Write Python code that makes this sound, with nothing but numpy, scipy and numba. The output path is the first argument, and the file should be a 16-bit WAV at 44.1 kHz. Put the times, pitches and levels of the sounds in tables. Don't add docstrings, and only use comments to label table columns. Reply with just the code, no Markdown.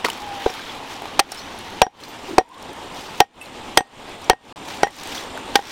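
import sys
import numpy as np
from scipy import signal
from scipy.fft import rfft, irfft
from scipy.io import wavfile
from scipy.ndimage import uniform_filter1d
from numba import njit

SR = 44100
rng = np.random.default_rng(int(sys.argv[2]) if len(sys.argv) > 2 else 0)


def generate_wav(sig):
    pcm = np.round(np.clip(np.atleast_2d(sig).T, -1, 1) * 32767).astype(np.int16)
    wavfile.write(sys.argv[1], SR, pcm)


N = 251811


def gain_of(db):
    return 10 ** (np.asarray(db) / 20)


def evened(x):
    return x / np.sqrt(np.mean(x ** 2) + 1e-20)


def read(points, hz):
    point_hz, point_db = np.transpose(points)
    return np.interp(np.log(hz + 1), np.log(point_hz + 1), point_db)


def add(mix, start_s, sound):
    part = mix[round(start_s * SR):][:len(sound)]
    part += sound[:len(part)]


def resonate(x, hz, width_hz):
    carrier = np.exp(2j * np.pi * np.cumsum(hz * np.ones(len(x))) / SR)
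    pole = np.exp(-np.pi * abs(width_hz) / SR)
    smoothed = signal.lfilter([1 - pole], [1, -pole], x / carrier)
    return 2 * (carrier * smoothed).real


def noise(colour, size, patchy_db, flicker_db):
    hop = size // 4
    frames, hz = N // hop + 5, np.fft.rfftfreq(size, 1 / SR)
    real, imag, patches = rng.standard_normal((frames, len(hz), 3)).T
    patches = uniform_filter1d(patches, size=size // 80, axis=0)
    patches = evened(uniform_filter1d(patches, size=7000 // size, axis=1))
    flicker = evened(uniform_filter1d(rng.standard_normal(frames), size=2))
    field_db = read(colour, hz)[:, None] + patchy_db * patches + flicker_db * flicker
    spectra = (real + 1j * imag) * gain_of(field_db)
    return evened(signal.istft(spectra, nperseg=size, noverlap=size - hop)[1][:N])


def chops():
    # frequency in Hz, relative density in dB.
    crack_colour = [(120, -21), (300, 2.5), (850, 2), (1900, -2), (3500, -0.5), (5900, -6), (7400, -15),
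                    (8500, -10.5), (12000, -24), (16000, -24.5)]
    # frequency in Hz, relative level in dB,
    # 60 dB decay time in s before the blow's ring length factor.
    wood_low = [(366.4, -1.5, 0.034), (455, -6, 0.066), (584, 3.5, 0.02)]
    wood_main = [(746, -2, 0.11), (940, 0.5, 0.025), (1056, -20, 0.019)]
    wood_upper = [(802.3, -0.5, 0.16), (1570, -0.5, 0.038)]
    blade_bend = [(1757, 0, .04), (1863, 0, .22), (2643, -16, .09), (2988, -13, .08), (3185, 0, .065),
                  (4172, -15, .08), (4710, -17, .08)]
    blade_edge = [(5658, 0, .16), (5798, -2, .09), (9555, -22, .15)]
    blade_tip = [(6019, 0, .11), (6150, -6, .06), (8240, -8, .17), (10500, -24, .12), (12620, -16, .09),
                 (13780, -13, .07)]
    bodies = (wood_low, wood_main, wood_upper, blade_bend, blade_edge, blade_tip)

    out, t = np.zeros(N), np.arange(SR // 4) / SR
    hz = np.fft.rfftfreq(len(t), 1 / SR)
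    octaves = np.log2((hz + 100) / 3000)
    push = np.sin(2 * np.pi * 35 * t) * np.exp(-t / 0.0088)
    bite = 1 - np.exp(-(t / 0.00078) ** 2)
    load = 1 - np.exp(-t / 0.0008)
    for s, crack_db, ms, tilt_db, push_db, *rings_db, length in strikes():
        colour_db = read(crack_colour, hz) + tilt_db * octaves
        burst = rng.standard_normal(len(t))
        burst = evened(irfft(rfft(burst) * gain_of(colour_db), len(t)))
        tail = resonate(resonate(burst, 1300, 4200), 1400, 4000)
        tail = tail * gain_of(-27.5) * np.exp(-t / 0.013)
        split = 1000 * t / ms
        swell = 1.27 * np.sqrt(split) * np.exp(-split ** 2)
        crack = burst * swell + tail
        rings = sum(gain_of(db) * ring(modes, t, length) for db, modes in zip(rings_db, bodies))
        loaded = load * (gain_of(push_db) * push + rings)
        add(out, s - .0006, bite * (gain_of(crack_db) * crack + loaded))
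    return out


def strikes():
    # start in seconds, crack level in dB, crack time constant in ms,
    # crack tilt in dB per octave, push in dB, low, main and upper wood in dB, blade bending, edge and tip in dB,
    # ring length as a factor (meat on wood and steel damps it), rebound delay in ms,
    # rebound level in dB against the blow.
    blows = [(0.044, -13.5, 13, -2.5, -51, -11, -22, -32, -28, -50, -50, 0.44, 62, -8),
             (0.461, -11.5, 5.1, -12, -47, -6.5, -14, -22.5, -44, -55, -56, 1, 39, -12),
             (1.1928, -2, 7, 1.5, -32, -21, -3, -5.5, -25.5, -53, -40, 0.51, 127, -15),
             (1.8171, 3.5, 3.34, -1, -15, -4, -1, -10.5, -24.5, -20.5, -45, 1, 49, -1.5),
             (2.3818, 2.5, 3.45, -3, -21.5, 5, 1, -15, -23, -29, -38, 0.73, 28, -12),
             (3.203, 4.5, 3.36, 0, -42, .5, 0.5, -3, -18.5, -28, -45.5, 0.81, 38, -21),
             (3.7733, 5.5, 3.68, 0, -23, -4, -5.5, -13, -15.5, -36, -19, 1., 33.6, -4),
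             (4.298, 7, 2.5, -.5, -14, -3.5, -3, -13, -14.5, -33.5, -35, 1., 34, -4),
             (4.832, -1, 2.7, -2.5, -26, -6.5, -10.5, -10, -18.5, -27, -42, 0.7, 37, -6.5),
             (5.5552, -3, 5.06, 1, -48, -6, -13, -4.5, -19, -39, -50, 0.58, 36, -7.5)]
    for s, crack_db, ms, tilt_db, push_db, *rings_db, length, delay_ms, back_db in blows:
        wood_db, steel_db = rings_db[:3], rings_db[3:]
        yield s, crack_db, ms, tilt_db, push_db, *rings_db, length
        back_wood_db = [db + back_db for db in wood_db]
        back_steel_db = [db + back_db - 13 for db in steel_db]
        yield (s + delay_ms / 1000, crack_db + back_db - 13.5, 2.6, tilt_db - 4,
               push_db + back_db - 19, *back_wood_db, *back_steel_db, length * 0.58)


def ring(modes, t, length):
    total = np.zeros(len(t))
    for k, (hz, db, t60_s) in enumerate(modes):
        decay = gain_of(db - 60 * t / (t60_s * length))
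        total += (-1) ** k * decay * np.sin(2 * np.pi * hz * t)
    return total


def ticks():
    # start in seconds, level in dB before the envelope,
    # pitch in Hz, decay time constant in ms.
    clear_ticks = [(.048, -4.5, 2000, 2.2), (.058, -14.5, 4460, 4.7), (.065, -11.5, 1260, 4.2),
                   (.0849, -9, 920, 4.4), (0.1, -17.5, 8370, 1.9), (.101, -14, 3000, 3),
                   (.501, -24.5, 5500, 6), (.538, -18.5, 3280, 3.2), (.594, -21.5, 1586, 7.3),
                   (.695, -28, 3370, 9), (1.02, -15, 740, 2), (1.055, -15.5, 870, 2.1),
                   (1.319, -13.5, 5500, 4.6), (1.318, -17.5, 9250, 3.4), (1.345, -28, 9150, 5),
                   (1.372, -30, 5330, 19), (1.391, -25, 4240, 8.2), (1.394, -39, 5960, 50),
                   (2.002, -26, 3190, 6.1), (2.036, -21.5, 4160, 4.1), (2.085, -43, 13800, 22),
                   (2.49, -27, 9000, 2), (2.543, -29, 3600, 5), (2.626, -20, 5500, 1.3),
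                   (3.413, -22.5, 2640, 15), (3.408, -39, 10500, 19), (3.413, -29.5, 8320, 10),
                   (3.424, -41, 12620, 13), (3.458, -28, 4170, 3.1), (4.243, -30.5, 5770, 4.6),
                   (4.872, -16, 1990, 8), (4.908, -24, 8500, 1), (4.966, -22, 10000, .8),
                   (5.036, -23, 8000, 1.1), (5.074, -20, 8500, 1.1), (5.125, -24, 3720, 8),
                   (5.178, -21.5, 3340, 5.7), (5.375, -18.5, 1510, 2.4)]
    small_hz = (3000, 12000)
    small_ms = (.3, 1.2)
    small_per_s, small_db, small_spread_db = 14, -36, 4
    max_rough, half_rough_ms = 0.61, 6.7

    out, t = np.zeros(N), np.arange(8000) / SR
    when, size, pitch, span = rng.random((110, 4)).T
    start_s = np.cumsum(-np.log(when)) / small_per_s
    level_db = small_db - small_spread_db * np.log(size)
    pitch_hz = small_hz[0] * (small_hz[1] / small_hz[0]) ** pitch
    decay_ms = small_ms[0] + (small_ms[1] - small_ms[0]) * span
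    onset = 1 - np.exp(-t / 0.0003)
    for s, db, hz, ms in [*zip(start_s, level_db, pitch_hz, decay_ms), *clear_ticks]:
        rough = np.clip(max_rough / (1 + ms / half_rough_ms), 0, 1)
        tone = np.sin(2 * np.pi * hz * t)
        burst = evened(resonate(rng.standard_normal(len(t)), hz, hz * rough))
        tick = (1 - rough) * tone + rough * burst
        add(out, s, gain_of(db) * tick * np.exp(-1000 * t / ms) * onset)
    return out


def rustle():
    # frequency in Hz, relative density in dB.
    dull_colour = [(300, -24.5), (800, 10), (2500, 9.5), (4000, 5.5), (7000, -13.5), (16000, -26.5)]
    bright_colour = [(300, -18), (1000, -0.5), (3500, 3), (6000, 0.5), (9000, -10.5), (16000, -15)]
    # loudest moment in seconds, rise in s, fall in s, level in dB, brightness 0-1.
    drags = [(.09, 0.054, 0.18, -36, 0.58), (.52, 0.29, 0.34, -33, 0.19), (.92, 0.065, 0.084, -38.5, 0.55),
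             (1.15, 0.24, 0.16, -42, 0.1), (1.33, 0.065, 0.12, -33, 0.4), (1.6, 0.26, 0.42, -41.5, 0.23),
             (2.03, 0.071, 0.15, -40.5, 0.8), (2.3, 0.11, 0.086, -41.5, 0.75), (2.99, 0.078, 0.12, -41, 1),
             (3.17, 0.12, .1, -41.5, 0.6), (4.71, 0.072, 0.11, -37, 0.76), (4.97, 0.1, .1, -38.5, 0.97),
             (5.15, .17, 0.12, -32.5, 0.76), (5.7, 0.2, .1, -31, 0.45)]
    t, out = np.arange(N) / SR, np.zeros(N)
    dull = noise(dull_colour, size=512, patchy_db=2.0, flicker_db=3.0)
    bright = noise(bright_colour, size=256, patchy_db=1.5, flicker_db=3.2)
    for s, rise_s, fall_s, level_db, brightness in drags:
        share = np.clip(brightness, 0, 1)
        swell = np.exp(-2 * ((t - s) / np.where(t < s, rise_s, fall_s)) ** 2)
        friction = np.sqrt(1 - share) * dull + np.sqrt(share) * bright
        out += gain_of(level_db) * swell * friction
    return out


def animals():
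    # time in seconds, pitch in Hz, level in dB.
    whine = [(.2, 823, -27), (.235, 830, -35.5), (.33, 813, -33.5), (.42, 801, -35), (.46, 790, -46)]
    moan = [(2.43, 930, -32), (2.5, 980, -33), (2.59, 1017, -39)]
    grunt = [(2.28, 375, -40.5), (2.324, 346, -28), (2.36, 320, -44)]
    out = np.zeros(N)
    add(out, *call(whine, wavering=0.013, breaking=0.26))
    add(out, *call(moan, wavering=.05, breaking=0.53))
    add(out, *call(grunt, wavering=0.073, breaking=0.86))
    return out


def call(rows, wavering, breaking):
    s, hz, level_db = np.transpose(rows)
    t = np.arange(s[0], s[-1], 1 / SR)
    drift, flutter = (evened(uniform_filter1d(n, size=400)) for n in rng.standard_normal((2, len(t))))
    cycles = np.cumsum(np.interp(t, s, hz) * (1 + wavering * drift)) / SR
    voice = np.sqrt(2) * np.sin(2 * np.pi * cycles) * (1 + breaking * flutter)
    fade = signal.windows.tukey(len(t), .2)
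    return s[0], gain_of(np.interp(t, s, level_db)) * voice * fade


def cricket():
    tone_hz, chirps_per_s, sharpness, base_db = 7150, 46.2, 1.8, -68.5
    pace, strength, pitch = (evened(uniform_filter1d(n, size=3000)) for n in rng.standard_normal((3, N)))
    chirp_cycles = np.cumsum(chirps_per_s * (1 + .02 * pace)) / SR
    chirps = (.5 + .5 * np.cos(2 * np.pi * chirp_cycles)) ** sharpness
    tone = np.sin(2 * np.pi * np.cumsum(tone_hz * (1 + .004 * pitch)) / SR)
    return gain_of(base_db + 1.8 * strength) * stepped_gain(column=2) * evened(chirps * tone)


def insects():
    # centre in Hz, width in Hz of each of two resonances, throbs per s,
    # base level in dB, to which stepped_gain adds.
    insect_rows = [(8380, 700, 92, -68)]
    out, t = np.zeros(N), np.arange(N) / SR
    for hz, width_hz, throbs_per_s, base_db in insect_rows:
        throb = .5 + (.5 + .5 * np.cos(2 * np.pi * throbs_per_s * t)) ** 2
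        hiss = resonate(resonate(rng.standard_normal(N), hz, width_hz), hz, width_hz)
        out += gain_of(base_db) * stepped_gain(column=2) * evened(hiss * throb)
    return out


def river():
    # frequency in Hz, relative density in dB.
    river_colour = [(12, -31.5), (20, -1), (49, -16.5), (72, -1), (154, -5.5), (270, 2), (301, 0.5),
                    (660, -2), (849, 3), (1480, -9), (3440, -8.5), (4300, -15), (8410, -26), (13900, -35.5),
                    (16000, -43.5)]
    return noise(river_colour, size=2048, patchy_db=1.5, flicker_db=1.15) * stepped_gain(column=1)


def stepped_gain(column):
    # start in seconds, river level in dB, insect and cricket boost in dB.
    level_steps = [(0, -35.5, 0), (2.0, -35.5, 8), (4.55, -34, 12.5)]
    rows = np.array(level_steps)
    step = np.searchsorted(rows[1:, 0], np.arange(N) / SR)
    return gain_of(rows[step, column])


def scene():
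    return (chops() + ticks() + rustle() + animals() + cricket() + insects() + river())[None]


@njit
def follow(over_db, rise, fall):
    out, state = np.zeros(len(over_db)), 0.
    for i in range(len(over_db)):
        state += (over_db[i] - state) * (rise if over_db[i] > state else fall)
        out[i] = state
    return out


def record(dry):
    # from and to, in seconds.
    dropout_s = (4.5265, 4.5595)
    t = np.arange(N) / SR
    power = signal.lfilter([1 / 900], [1, 1 / 900 - 1], dry[0] ** 2)
    over_db = np.maximum(10 * np.log10(power + 1e-12) + 18, 0)
    held_db = follow(over_db, 1 / (0.016 * SR), 1 / (.07 * SR))
    duck_db = 3.38 * follow(held_db, 1 / (0.042 * SR), 1 / (0.032 * SR))
    late_db = np.interp(t - .005, t, duck_db)
    clipped = np.clip(dry / gain_of(late_db), -1, 1)
    gated = clipped * ((t < dropout_s[0]) | (t > dropout_s[1]))
    low_pass = signal.firwin(255, 16100, window=("kaiser", 8), fs=SR)
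    return signal.oaconvolve(gated, low_pass[None], "same")


dry = scene()
out = record(dry)
generate_wav(out)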